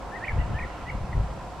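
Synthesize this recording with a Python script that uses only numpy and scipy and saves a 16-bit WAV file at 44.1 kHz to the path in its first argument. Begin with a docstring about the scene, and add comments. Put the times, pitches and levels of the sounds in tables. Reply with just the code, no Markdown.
"""Bee-eaters call softly in open country: low whistled notes that flick quickly upward.
Each note is a wavering tone with quick upward bumps in pitch; farther birds give fainter, mostly higher notes.
Behind them, shaped noise makes a steady distant rush like traffic, a low rumble, a grassy breeze and hiss.
A narrow band of pulsing noise makes a thin insect buzz.
Two gusts of wind buffet the microphone, made from low noise that follows a loudness curve."""
import sys
import numpy as np
from scipy import signal
from scipy.fft import rfft, irfft, next_fast_len
from scipy.io import wavfile
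from scipy.ndimage import uniform_filter1d, map_coordinates

SR = 44100
rng = np.random.default_rng(int(sys.argv[2]) if len(sys.argv) > 2 else 0)


def int16_out(signal):
    """Quantize to a 16-bit WAV file."""
    q = np.round(np.clip(np.atleast_2d(signal).T, -1, 1) * 32767)
    wavfile.write(sys.argv[1], SR, q.astype(np.int16))


N = 70560  # samples: 1.6 s

# Spectra below give relative strength only: noise() evens out the overall level.
# Likeness: 1 = same sound left and right, 0 = unrelated, -1 = opposite.

# Wind gusts, before a small trim: (time [s], level [dB])
GUST_LEVEL = [(0.0, -43.5), (0.08, -39), (0.11, -46), (0.28, -40.5), (0.306, -30), (0.4, -19.5),
              (0.418, -25.5), (0.462, -31), (0.552, -26), (0.588, -36), (0.654, -28.5), (0.69, -43.5),
              (0.872, -39), (0.935, -35), (0.953, -24.5), (0.998, -38.5), (1.032, -27.5), (1.068, -37.5),
              (1.126, -33), (1.18, -18), (1.26, -29.5), (1.282, -36.5), (1.31, -32.5), (1.354, -39.5),
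              (1.6, -45)]
# Spectrum of the wind buffeting: (frequency [Hz], strength [dB per Hz])
BUFFET_SPECTRUM = [(12, -7.5), (28, -6), (55, 2), (80, -5), (130, -8), (200, -18.5), (300, -28.5),
                   (600, -32), (2000, -102), (6000, -120)]
# Left-right likeness of wind and rumble: (frequency [Hz], likeness [-1 to 1])
BUFFET_ALIKE = [(40, 0.98), (120, 1), (300, 0.43)]
BUFFET_TRIM_DB, BUFFET_EVEN_S, WIND_LEAN_DB = -0.5, 0.04, 1.26

# Spectrum of the distant rush: (frequency [Hz], strength [dB per Hz])
RUSH_SPECTRUM = [(88, -76), (150, -12.5), (200, -5.5), (307, -2), (399, -4.5), (434, -5), (501, -3),
                 (675, -2), (708, 1.5), (827, -1.5), (899, 0), (1210, -7), (1360, -8.5), (1450, -12),
                 (2600, -20.5), (3380, -41), (5720, -120)]
# Loudness of the rush, before a small trim: (time [s], level [dB])
RUSH_LEVEL = [(0.0, -39), (1.056, -41), (1.474, -40.5), (1.528, -41), (1.6, -40)]
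# Left-right likeness of rush and breeze: (frequency [Hz], likeness [-1 to 1])
RUSH_ALIKE = [(150, 1), (340, 0.41), (560, 0.95), (720, 1), (850, 0.8), (1050, 0.86), (1500, 0.65),
              (2500, 0.6)]
# Droning bands in the rush: (centre [Hz], width [Hz], level [dB])
DRONES = [(520.7, 39, -54), (546, 20, -60.5), (714, 55, -53.5), (1009, 125, -51)]
RUSH_TRIM_DB, BACKGROUND_LEAN_DB = -0.5, -1.5

# Spectrum of the breeze in the grass: (frequency [Hz], strength [dB per Hz])
RUSTLE_SPECTRUM = [(700, -42), (1100, -9), (1320, 3), (1550, -3), (2200, -9.5), (3200, -13), (6000, -57)]
# Loudness of that breeze: (time [s], level [dB])
RUSTLE_LEVEL = [(0, -64), (0.3, -49), (0.5, -50.5), (0.8, -48), (1.0, -58), (1.25, -51.5), (1.6, -71)]

# Spectrum of the far low rumble: (frequency [Hz], strength [dB per Hz])
RUMBLE_SPECTRUM = [(15, -25), (35, -22), (55, 4.5), (80, -15.5), (130, -12), (200, -6.5), (300, -33.5),
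                   (700, -75)]
# Swell and fade of a low drone in the rumble: (time [s], level [dB])
LOW_DRONE_LEVEL = [(0.8, -57), (1.0, -39.5), (1.32, -42), (1.46, -48), (1.6, -54)]
RUMBLE_DB, LOW_DRONE_HZ, LOW_DRONE_WIDTH_HZ = -48, 150, 117

# Spectrum of the hiss: (frequency [Hz], strength [dB per Hz])
HISS_SPECTRUM = [(1200, -28), (2600, 0.5), (4000, -1), (5500, -4), (7300, -7), (9000, -9.5), (11000, -14.5),
                 (14000, -21.5), (15700, -30)]
# Left-right likeness of the hiss: (frequency [Hz], likeness [-1 to 1])
HISS_ALIKE = [(2500, 0.26), (4500, 0.59), (6500, -0.015), (9000, -0.37), (14000, -0.36)]
HISS_DB = -56

INSECT_HZ, INSECT_WIDTH_HZ, INSECT_DB = 7710, 470, -73.5
INSECT_PULSES_PER_S, INSECT_SWING_DB = 54, 8.5  # each pulse swings this far up and down

# Near whistled notes, before flicks, swell and accents:
# (start [s], length [s], opening pitch [Hz], closing pitch [Hz], level [dB],
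#  left over right [dB], roughness [0 to 1])
NOTES = [(0.115, 0.078, 1793, 1920, -41.5, 8.5, 0.38), (0.201, 0.069, 1670, 2010, -40.5, -2, 0.47),
         (0.26, 0.068, 1930, 1720, -40.5, -2.3, 0.47), (0.538, 0.12, 1730, 1920, -39, -0.5, 0.25),
         (0.855, 0.059, 1963, 2010, -42, -2, 0.28), (1.114, 0.038, 2040, 1960, -46.5, 2, 0.94)]
# Upward flicks in the notes:
# (top [s], pitch rise [Hz], rise time [s], fall time [s], accent [dB], accent ahead of top [s])
FLICKS = [(0.163, 180, 0.0048, 0.0048, 1, 0.003), (0.25, 550, 0.0044, 0.0062, 10.5, 0.0045),
          (0.2847, 488, 0.00458, 0.0085, 8.5, 0.0024), (0.2977, 360, 0.0026, 0.00465, 6.5, 0.0022),
          (0.592, 675, 0.005, 0.0058, 1, -0.00013), (0.63, 408, 0.0057, 0.0045, 2, 0.0093),
          (0.644, 191, 0.0031, 0.0031, 7, 0.0036), (0.8988, 315, 0.0057, 0.0046, 11.5, -0.0034),
          (1.118, 221, 0.003, 0.0042, 6, 0.0015), (1.128, 170, 0.003, 0.004, 3, -0.0013)]
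ATTACK_S, RELEASE_S = 0.008, 0.007
SCOOP_HZ, SCOOP_S = 201.5, 0.00684  # each note starts and ends a little flat
SWELL_DB = 10.5  # a note swells towards its middle
FLICK_SQUARENESS = 2.5  # higher gives a flatter top and steeper sides
ACCENT_S = 0.0065  # half width of an accent
# Waver of a fully rough whistle: share of its pitch, level, and random points a second
JITTER, SHIMMER_DB, FLUTTER_PER_S = 0.035, 5.5, 220

# Notes of farther birds, before the far mix: (start [s], length [s], pitch reached [Hz], level [dB])
FAR_NOTES = [(0.24, 0.021, 2980, -44), (0.384, 0.021, 2990, -45), (0.378, 0.026, 2100, -45.5),
             (0.459, 0.085, 1323, -56), (0.531, 0.02, 3020, -49), (0.671, 0.04, 2100, -52),
             (0.702, 0.027, 2915, -52.5), (0.878, 0.018, 2945, -45.5), (1.083, 0.014, 2040, -53)]
SLIDE_HZ, SLIDE_S, FAR_FADE_S = 650, 0.008, 0.007  # each slides up to its pitch
FAR_ROUGH = 0.937  # roughness, 0 to 1

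# Echo from the trees: (frequency [Hz], time to fall by 60 dB [s])
TREE_ECHO = [(500, 0.26), (2500, 0.45), (8000, 0.3)]
ECHO_DELAY_S, SCATTER_S = 0.012, 0.027  # extra wait of the tree echo; longest quick reflection
NEAR_WET_DB, NEAR_SCATTER_DB = -13, -12.5
FAR_DIRECT_DB, FAR_WET_DB, FAR_SCATTER_DB = -3, -0.5, 0.5

TOP_HZ = 15750


def amp(db):
    """Turn decibels into a gain to multiply by."""
    return 10 ** (np.asarray(db) / 20)


def unit(x):
    """Scale to an average strength (rms) of 1."""
    return x / np.sqrt(np.mean(x ** 2) + 1e-20)


def along(points, hz):
    """Read between (Hz, value) points, spacing frequency as a log scale does."""
    f, v = np.transpose(points)
    return np.interp(np.log(hz + 1), np.log(f + 1), v)


def clock():
    """Time of every sample, in seconds."""
    return np.arange(N) / SR


def curve(rows):
    """Join (s, value) rows with straight lines, one value per sample."""
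    return np.interp(clock(), *np.transpose(rows))


def wobble(rate):
    """A smooth random curve through `rate` random points a second."""
    return map_coordinates(rng.standard_normal(4096), [clock() * rate], mode="wrap")


def lean(db):
    """Left and right gains that make the left louder by db."""
    return amp(np.array([[db], [-db]]) / 2)


def filtered(x, response):
    """Change the strength (or timing) of each frequency in x."""
    m = next_fast_len(N + SR // 2)  # spare room so the end does not wrap onto the start
    return irfft(rfft(x, m) * response(np.fft.rfftfreq(m, 1 / SR)), m)[..., :N]


def noise(spectrum, alike):
    """Stereo noise of rms 1: a shared part plus a part that is opposite on the two sides."""
    def response(hz):
        turn = np.arccos(np.clip(along(alike, hz), -1, 1)) / 2  # more turn, less likeness
        return amp(along(spectrum, hz)) * [np.cos(turn), np.sin(turn)]

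    mid, side = filtered(rng.standard_normal((2, N)), response)
    return unit(np.array([mid + side, mid - side]))


def band(centre_hz, width_hz):
    """Noise of rms 1 kept close to one frequency."""
    def response(hz):
        return 1 / (1 + ((hz - centre_hz) / width_hz * 2) ** 4)

    return unit(filtered(rng.standard_normal(N), response))


def wind():
    """Wind eddies push on the microphone: low noise, as strong as the gust of the moment."""
    eddies = noise(BUFFET_SPECTRUM, BUFFET_ALIKE)
    size = max(int(BUFFET_EVEN_S * SR), 2)
    power = np.mean(eddies ** 2, axis=0)
    power = uniform_filter1d(uniform_filter1d(power, size), size)
    even_eddies = eddies / np.sqrt(np.abs(power) + 1e-9)  # the gust curve now sets the loudness
    return amp(curve(GUST_LEVEL) + BUFFET_TRIM_DB) * even_eddies


def rumble():
    """Far low rumble: bass noise, plus a low noise band that swells and fades."""
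    low_drone = amp(curve(LOW_DRONE_LEVEL)) * band(LOW_DRONE_HZ, LOW_DRONE_WIDTH_HZ)
    return amp(RUMBLE_DB) * noise(RUMBLE_SPECTRUM, BUFFET_ALIKE) + low_drone


def distant_rush():
    """Steady far rush: broad noise with a few narrow droning bands."""
    rush = amp(curve(RUSH_LEVEL) + RUSH_TRIM_DB) * noise(RUSH_SPECTRUM, RUSH_ALIKE)
    return rush + sum(amp(db) * band(hz, width) for hz, width, db in DRONES)


def rustle():
    """Breeze in the grass: midrange noise that rises and falls."""
    return amp(curve(RUSTLE_LEVEL)) * noise(RUSTLE_SPECTRUM, RUSH_ALIKE)


def background():
    """Rumble, rush, grass and even high hiss together; rush and grass lean slightly right."""
    hiss = amp(HISS_DB) * noise(HISS_SPECTRUM, HISS_ALIKE)
    return rumble() + lean(BACKGROUND_LEAN_DB) * (distant_rush() + rustle()) + hiss


def insect():
    """A faint high buzz: narrow noise in quick, uneven pulses."""
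    phase = 2 * np.pi * INSECT_PULSES_PER_S * clock() + wobble(7.8)  # the wobble makes them uneven
    pulses = amp(INSECT_SWING_DB * np.sin(phase))
    return amp(INSECT_DB) * unit(band(INSECT_HZ, INSECT_WIDTH_HZ) * pulses)


def gate(start, length, attack, release):
    """Fade a note in, hold it, and fade it out smoothly."""
    t = clock() - start
    fade_in = np.sin(np.pi / 2 * np.clip(t / attack, 0, 1))
    fade_out = np.sin(np.pi / 2 * np.clip((length - t) / release, 0, 1))
    return fade_in * fade_out


def whistle(hz, rough):
    """A pure tone of rms 1 whose pitch and level flutter more the rougher it is."""
    rough = np.clip(rough, 0, 1)
    wavering_hz = hz * (1 + rough * JITTER * wobble(FLUTTER_PER_S))
    phase = 2 * np.pi * np.cumsum(wavering_hz) / SR
    return unit(np.sin(phase) * amp(rough * SHIMMER_DB * wobble(FLUTTER_PER_S)))


def branches(x, count=20):
    """Quick reflections from ground and branches: early copies, different on each side."""
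    delays = SCATTER_S * rng.uniform(0.0974, 1, (count, 2, 1))
    gains = rng.standard_normal((count, 2, 1))
    t = clock()
    copies = sum(g * np.interp(t - d, t, x, left=0) for d, g in zip(delays, gains))
    return np.std(x) * unit(copies)


def trees(x):
    """Blurred stereo echo: x smeared by noise that dies away at its own speed in each pitch range."""
    hz, t, z = signal.stft(rng.standard_normal((2, SR // 2)), SR, nperseg=256)
    decay = amp(-60 * t / along(TREE_ECHO, hz)[:, None])
    tail = signal.istft(z * decay, SR, nperseg=256)[1]
    wet = signal.fftconvolve(x[None], tail, axes=1)[:, :N]
    delayed = filtered(wet, lambda f: np.exp(-2j * np.pi * f * ECHO_DELAY_S))
    return np.std(x) * unit(delayed)


def near_birds():
    """Whistled notes swell, drift in pitch and flick sharply upward, with a push of loudness by each flick."""
    t, out = clock(), np.zeros((2, N))

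    def bump(top, rise, fall):
        width = np.where(t < top, rise, fall)
        return np.exp(-np.abs((t - top) / width) ** FLICK_SQUARENESS)

    flick_hz = sum(hz * bump(top, rise, fall) for top, hz, rise, fall, _, _ in FLICKS)
    accent_db = sum(db * bump(top - ahead, ACCENT_S, ACCENT_S) for top, _, _, _, db, ahead in FLICKS)
    for start, length, open_hz, close_hz, db, lean_db, rough in NOTES:
        from_edge = np.maximum(np.minimum(t - start, start + length - t), 0)  # s to the nearer end
        glide = np.interp(t, [start, start + length], [open_hz, close_hz])
        pitch = glide + flick_hz - SCOOP_HZ * np.exp(-from_edge / SCOOP_S)
        level_db = db + accent_db - SWELL_DB * (1 - 2 * from_edge / length) ** 2
        note = amp(level_db) * gate(start, length, ATTACK_S, RELEASE_S) * whistle(pitch, rough)
        out += lean(lean_db) * note
    voice = out.mean(axis=0)
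    return out + amp(NEAR_SCATTER_DB) * branches(voice) + amp(NEAR_WET_DB) * trees(voice)


def far_birds():
    """Short whistles slide up to their pitch, blurred by reflections from branches and trees."""
    out = np.zeros(N)
    for start, length, hz, db in FAR_NOTES:
        pitch = hz - SLIDE_HZ * np.exp(-np.maximum(clock() - start, 0) / SLIDE_S)
        out += amp(db) * gate(start, length, FAR_FADE_S, FAR_FADE_S) * whistle(pitch, FAR_ROUGH)
    return amp(FAR_DIRECT_DB) * out + amp(FAR_SCATTER_DB) * branches(out) + amp(FAR_WET_DB) * trees(out)


def scene():
    """Wind, far background and insect, with the birds over them."""
    return lean(WIND_LEAN_DB) * wind() + background() + insect() + near_birds() + far_birds()


def record(dry):
    """The recorder keeps nothing above its band limit."""
    return filtered(dry, lambda hz: hz < TOP_HZ)


dry = scene()
out = record(dry)
int16_out(out)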